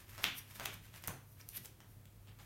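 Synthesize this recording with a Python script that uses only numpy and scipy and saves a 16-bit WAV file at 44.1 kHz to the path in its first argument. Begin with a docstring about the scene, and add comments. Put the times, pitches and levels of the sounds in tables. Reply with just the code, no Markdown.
"""A small live room: sleeved playing cards are dealt onto a cloth mat on a wooden table, one microphone. Cards
slide with grainy friction noise, then touch down and snap flat as smeared pulses with a plastic crackle. Sleeve
edges zip in short bright noise; a short squeak and a drawn card are stick-slip bursts in narrow bands. Low
thuds of the table are damped low modes, over room noise and a wavering hum."""
import sys
import numpy as np
from scipy import signal
from scipy.fft import rfft, irfft, next_fast_len
from scipy.io import wavfile
from scipy.ndimage import map_coordinates

SR = 44100
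rng = np.random.default_rng(int(sys.argv[2]) if len(sys.argv) > 2 else 0)


def transcribe(u):
    """Save the signal u as a 16-bit wav file named by the first command-line argument.

    u: samples, shape (n,) or (channels, n), limited to [-1, 1]; the rate is SR.
    q: integer samples, one column per channel.
    """
    v = np.clip(np.atleast_2d(u).T, -1, 1)
    q = np.round(v * 32767).astype(np.int16)
    wavfile.write(sys.argv[1], SR, q)


N = 108045  # length in samples
TOP_HZ = 16100  # upper band limit

# colour of a sleeve rubbing: (frequency [Hz], level [dB])
SLEEVE_HISS = [(1500, -21.5), (4000, -13.5), (5800, -6), (7500, -12), (9500, -1), (10700, -5), (12400, 4.5),
               (14000, -1), (16000, -7.5)]


def amp(db):
    """Decibels to gain."""
    return 10 ** (np.asarray(db) / 20)


def unit(x):
    """Scale to rms 1."""
    return x / np.sqrt(np.mean(x ** 2) + 1e-20)


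def along(points, hz):
    """Read (Hz, value) points on a log frequency axis."""
    f, value = np.transpose(points)
    return np.interp(np.log(hz + 1), np.log(f + 1), value)


def filtered(x, response):
    """Multiply the spectrum of x by a response of frequency."""
    size = next_fast_len(len(x) + 8192)
    hz = np.fft.rfftfreq(size, 1 / SR)
    return irfft(rfft(x, size) * response(hz), size)[:len(x)]


def noise(spectrum, size):
    """Coloured noise of rms 1."""
    white = rng.standard_normal(size)
    return unit(filtered(white, lambda hz: amp(along(spectrum, hz))))


def wobble(rate):
    """A smooth random curve, rate knots a second."""
    knots = rng.standard_normal(N // 8)
    return map_coordinates(knots, [np.arange(N) * rate / SR], mode="wrap")


def ring(modes, t):
    """Damped modes struck at t = 0."""
    return sum(amp(db - 60 * t / t60) * np.sin(2 * np.pi * hz * t) for hz, db, t60 in modes)


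def add(track, s, x):
    """Mix x into the track at time s."""
    i = max(round(s * SR), 0)
    track[i:i + len(x)] += x[:max(N - i, 0)]


def in_room(x, room_db):
    """The direct sound and a diffuse tail that builds up, then dies faster in the treble."""
    # ringing time of the room: (frequency [Hz], t60 [s])
    room_t60 = [(150, 0.55), (500, 0.38), (1200, 0.38), (3000, 0.38), (7000, 0.33), (14000, 0.26)]
    # colour of the tail: (frequency [Hz], level [dB])
    room_colour = [(100, 0.5), (400, 4.5), (1200, -1), (3000, -1), (5000, -3), (9000, -4.5), (15000, -8)]
    build_s = 0.0046
    hz, t, bins = signal.stft(rng.standard_normal(SR * 2 // 3), SR, nperseg=256)
    decay = amp(-60 * t / along(room_t60, hz)[:, None])
    tail = signal.istft(bins * decay, SR, nperseg=256)[1]
    tail_t = np.arange(len(tail)) / SR
    tail = tail * (1 - np.exp(-(tail_t / build_s) ** 2))
    tail = filtered(tail / np.linalg.norm(tail), lambda f: amp(along(room_colour, f)))
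    return x + amp(room_db) * signal.fftconvolve(x, tail)[:len(x)]


def click(parts):
    """One causal pulse from (spectrum, energy dB) parts: bending waves in the card smear it over a few cycles."""
    spread_hz, spread_width_hz = 3270, 1850
    settle_s = 0.0009  # extra delay at TOP_HZ, growing in proportion to frequency
    hz = np.fft.rfftfreq(1024, 1 / SR)
    power = sum((amp(db) * unit(amp(along(spectrum, hz)))) ** 2 for spectrum, db in parts)
    # folding the cepstrum gives minimum phase: the energy comes as early as it can
    cepstrum = irfft(np.log(power) / 2)
    fold = 1 + np.sign(len(cepstrum) // 2 - np.arange(len(cepstrum)))
    fold[0] = 1
    # all-pass phase lag [radians]: delays, but leaves the colour alone
    bending_lag = 2 * np.arctan2(hz * spread_width_hz, spread_hz ** 2 - hz ** 2)
    treble_lag = np.pi * settle_s * hz ** 2 / TOP_HZ
    return irfft(np.exp(rfft(cepstrum * fold) - 1j * (bending_lag + treble_lag)))


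def snaps():
    """A bent card springs flat: one pulse of flex and knock, a brief plastic crackle, reflected by the table top."""
    # card edges snapping or tapping down:
    # (time [s], card flex [dB], knock on the mat [dB], sleeve crack [dB], room tail before its colour [dB])
    touches = [(0.1797, -35, -28, -30.5, 8.5), (0.2412, -4.5, -17, -15.5, 0.5),
               (0.5978, -30, -21.5, -26, 4), (0.6576, -15.5, -21, -17.5, -0.5),
               (0.9408, -37.5, -35.5, -42, -1), (1.0388, -34, -30, -30, 0), (1.047, -55, -40, -56, 7),
               (1.0809, -29.5, -18, -20, 0.5), (1.6485, -42, -42, -34, 1), (1.657, -49, -44, -27, -3),
               (1.8041, -48, -36, -40, 2.5), (2.0553, -43.5, -54, -41.5, 0), (2.273, -46, -46.5, -55, 9.5),
               (2.389, -46, -41.5, -44, 11.5)]
    # colours of a bent card, of cards on the mat and of a plastic sleeve: (frequency [Hz], level [dB])
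    flex = [(300, -61), (1000, -10), (1900, -3.5), (2550, 1), (3350, 2), (4000, -6), (5200, -16.5),
            (7000, -35), (16000, -51)]
    knock = [(80, -7), (200, -6.5), (450, -8), (1000, -1.5), (1900, -4.5), (3000, -10.5), (6000, -13),
             (16000, -65)]
    crack = [(300, -1), (1500, -5), (4200, -4), (6300, 2), (9000, -0.5), (10300, -4), (13000, 2.5),
             (16000, -1.5)]
    crack_t60_s = 0.014
    edge_db = -1.5  # the sleeve's first sharp contact against its crackle
    bounce_s, bounce_db = 0.0015, -12
    out = np.zeros(N)
    t = np.arange(SR * 2 // 3) / SR
    for s, flex_db, knock_db, crack_db, room_db in touches:
        pulse = click([(flex, flex_db), (knock, knock_db), (crack, crack_db + edge_db)])
        crackle = noise(crack, size=len(t)) * amp(-60 * t / crack_t60_s)
        crackle = crackle / np.linalg.norm(crackle)
        hit = np.pad(pulse, (0, len(t) - len(pulse))) + amp(crack_db) * crackle
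        add(out, s, in_room(hit, room_db))
        add(out, s + bounce_s, amp(bounce_db) * hit)
    return out


def stroke(s, rise, fall):
    """Friction of one stroke: it swells exponentially to a peak at s, then fades."""
    t = np.arange(N) / SR
    return np.exp(-np.where(t < s, (s - t) / rise, (t - s) / fall))


def slips():
    """Uneven stick-slip bursts, a gain of rms 1."""
    slips_per_s, slip_db = 230, 4.5
    return unit(amp(slip_db * np.tanh(wobble(slips_per_s))))


def slides():
    """Grainy friction swells as a card speeds up and fades as it comes free; the rasp comes in small rubs."""
    # cards sliding: (time of the peak [s], rise [s], fall [s], sleeve hiss [dB], card rasp [dB])
    strokes = [(.005, 0.014, 0.044, -64.5, -61.5), (0.096, 0.0068, 0.017, -60, -60),
               (0.154, 0.027, 0.025, -63, -58), (0.235, 0.012, 0.03, -49, -49.5),
               (0.389, 0.018, 0.0055, -43.5, -56), (0.508, 0.026, 0.018, -60.5, -60),
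               (.558, 0.009, 0.012, -53.5, -57), (0.641, 0.049, 0.017, -59.5, -53),
               (0.739, 0.012, 0.009, -58, -52.5), (0.849, 0.022, 0.036, -65, -62.5),
               (0.96, 0.016, 0.026, -59, -55), (1.043, 0.0092, 0.021, -60, -55),
               (1.325, 0.059, 0.023, -65.5, -91), (1.404, 0.018, 0.019, -63, -61.5),
               (1.502, 0.033, 0.016, -64, -76), (1.577, 0.021, 0.0059, -45, -56),
               (1.657, 0.029, 0.018, -55.5, -64), (1.910, .04, 0.051, -68.5, -79.5),
               (2.289, 0.022, 0.0083, -80, -66), (2.415, 0.022, 0.056, -68, -69)]
    # colour of card on card: (frequency [Hz], level [dB])
    card_rasp = [(150, -3), (600, -10.5), (1300, -2), (2500, -1.5), (4200, -8), (7500, -9.5),
                 (16000, -17.5)]
    grains_per_s, grain_db, room_db = 450, 2, -2
    hiss_level, rasp_level = np.zeros(N), np.zeros(N)
    for s, rise, fall, hiss_db, rasp_db in strokes:
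        speed = stroke(s, rise, fall)
        hiss_level += amp(hiss_db) * speed
        rasp_level += amp(rasp_db) * speed
    grain = unit(amp(grain_db * np.tanh(wobble(grains_per_s))))
    hiss = hiss_level * noise(SLEEVE_HISS, size=N)
    rasp = rasp_level * slips() * noise(card_rasp, size=N)
    return in_room(grain * (hiss + rasp), room_db)


def zips():
    """A sleeve edge zips past another: very short bright scrapes of noise."""
    # edges passing: (time [s], level [dB])
    edges = [(0.2356, -46), (0.238, -42), (0.6555, -37), (0.742, -45), (1.025, -53.5), (1.0758, -33.5),
             (1.4897, -39.5)]
    width_s, room_db = 0.0014, -0.5
    t = np.arange(N) / SR
    level = sum(amp(db) * np.exp(-((t - s) / width_s) ** 2) for s, db in edges)
    return in_room(level * noise(SLEEVE_HISS, size=N), room_db)


def squeak_and_draw():
    """A short squeak, then a card pulled off the pile: stick-slip bursts of noise, each in its own band."""
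    # a short squeak, then a card scraped off the pile, ringing its sleeve:
    # (time of the peak [s], rise [s], fall [s], resonance [Hz], width [Hz], level [dB])
    scrapes = [(1.413, 0.0027, .002, 5500, 1200, -51), (1.558, 0.015, 0.01, 2690, 1800, -52),
               (1.579, 0.0098, 0.0023, 4550, 1800, -51.5), (1.572, 0.017, 0.0025, 11900, 1700, -42)]
    room_db = -6.5
    out = np.zeros(N)
    for s, rise, fall, hz, width_hz, db in scrapes:
        white = rng.standard_normal(N)
        band = filtered(white, lambda f: 1 / (1 + ((f - hz) / width_hz * 2) ** 2))
        out += amp(db) * stroke(s, rise, fall) * slips() * unit(band)
    return in_room(out, room_db)


def table_thuds():
    """Low thuds of the table: damped low modes with a softened onset."""
    # low thuds of the table: (time [s], level [dB])
    thuds = [(0.244, -50), (0.601, -50), (.735, -57.5), (1.08, -45.5), (1.584, -54), (1.802, -63),
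             (1.968, -58), (2.274, -57)]
    # low modes: (frequency [Hz], level [dB], t60 [s])
    table_modes = [(49.7, -19, 0.26), (103, 3, 0.25), (131.9, -4, 0.83), (176, -0.5, 0.23),
                   (239.3, -9, 0.29)]
    attack_s = 0.0027
    out = np.zeros(N)
    t = np.arange(SR) / SR
    for s, db in thuds:
        add(out, s, amp(db) * ring(table_modes, t) * (1 - np.exp(-t / attack_s)))
    return out


def background():
    """Steady coloured room noise, and a low sine hum that wavers in level and phase."""
    # colour of the room noise: (frequency [Hz], level [dB])
    room_noise = [(20, -47), (30, -18), (41, 1.5), (55, -7.5), (85, -6), (135, -6.5), (230, -16),
                  (800, -26), (1600, -29.5), (5000, -36), (10000, -35), (12500, -31.5), (16000, -33)]
    floor_db = -62.5
    hum_hz, hum_db, waver_db = 100.7, -62, 2.5
    drift = 0.65  # radians
    phase = 2 * np.pi * hum_hz * np.arange(N) / SR + drift * wobble(27)
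    hum = unit(np.sin(phase) * amp(waver_db * wobble(7.5)))
    return amp(hum_db) * hum + amp(floor_db) * noise(room_noise, size=N)


def scene():
    """All sources at one microphone."""
    cards = snaps() + slides() + zips() + squeak_and_draw()
    return (cards + table_thuds() + background())[None]


def record(dry):
    """Nothing is kept above the band limit."""
    return np.array([filtered(x, lambda hz: hz < TOP_HZ) for x in dry])


dry = scene()
out = record(dry)
transcribe(out)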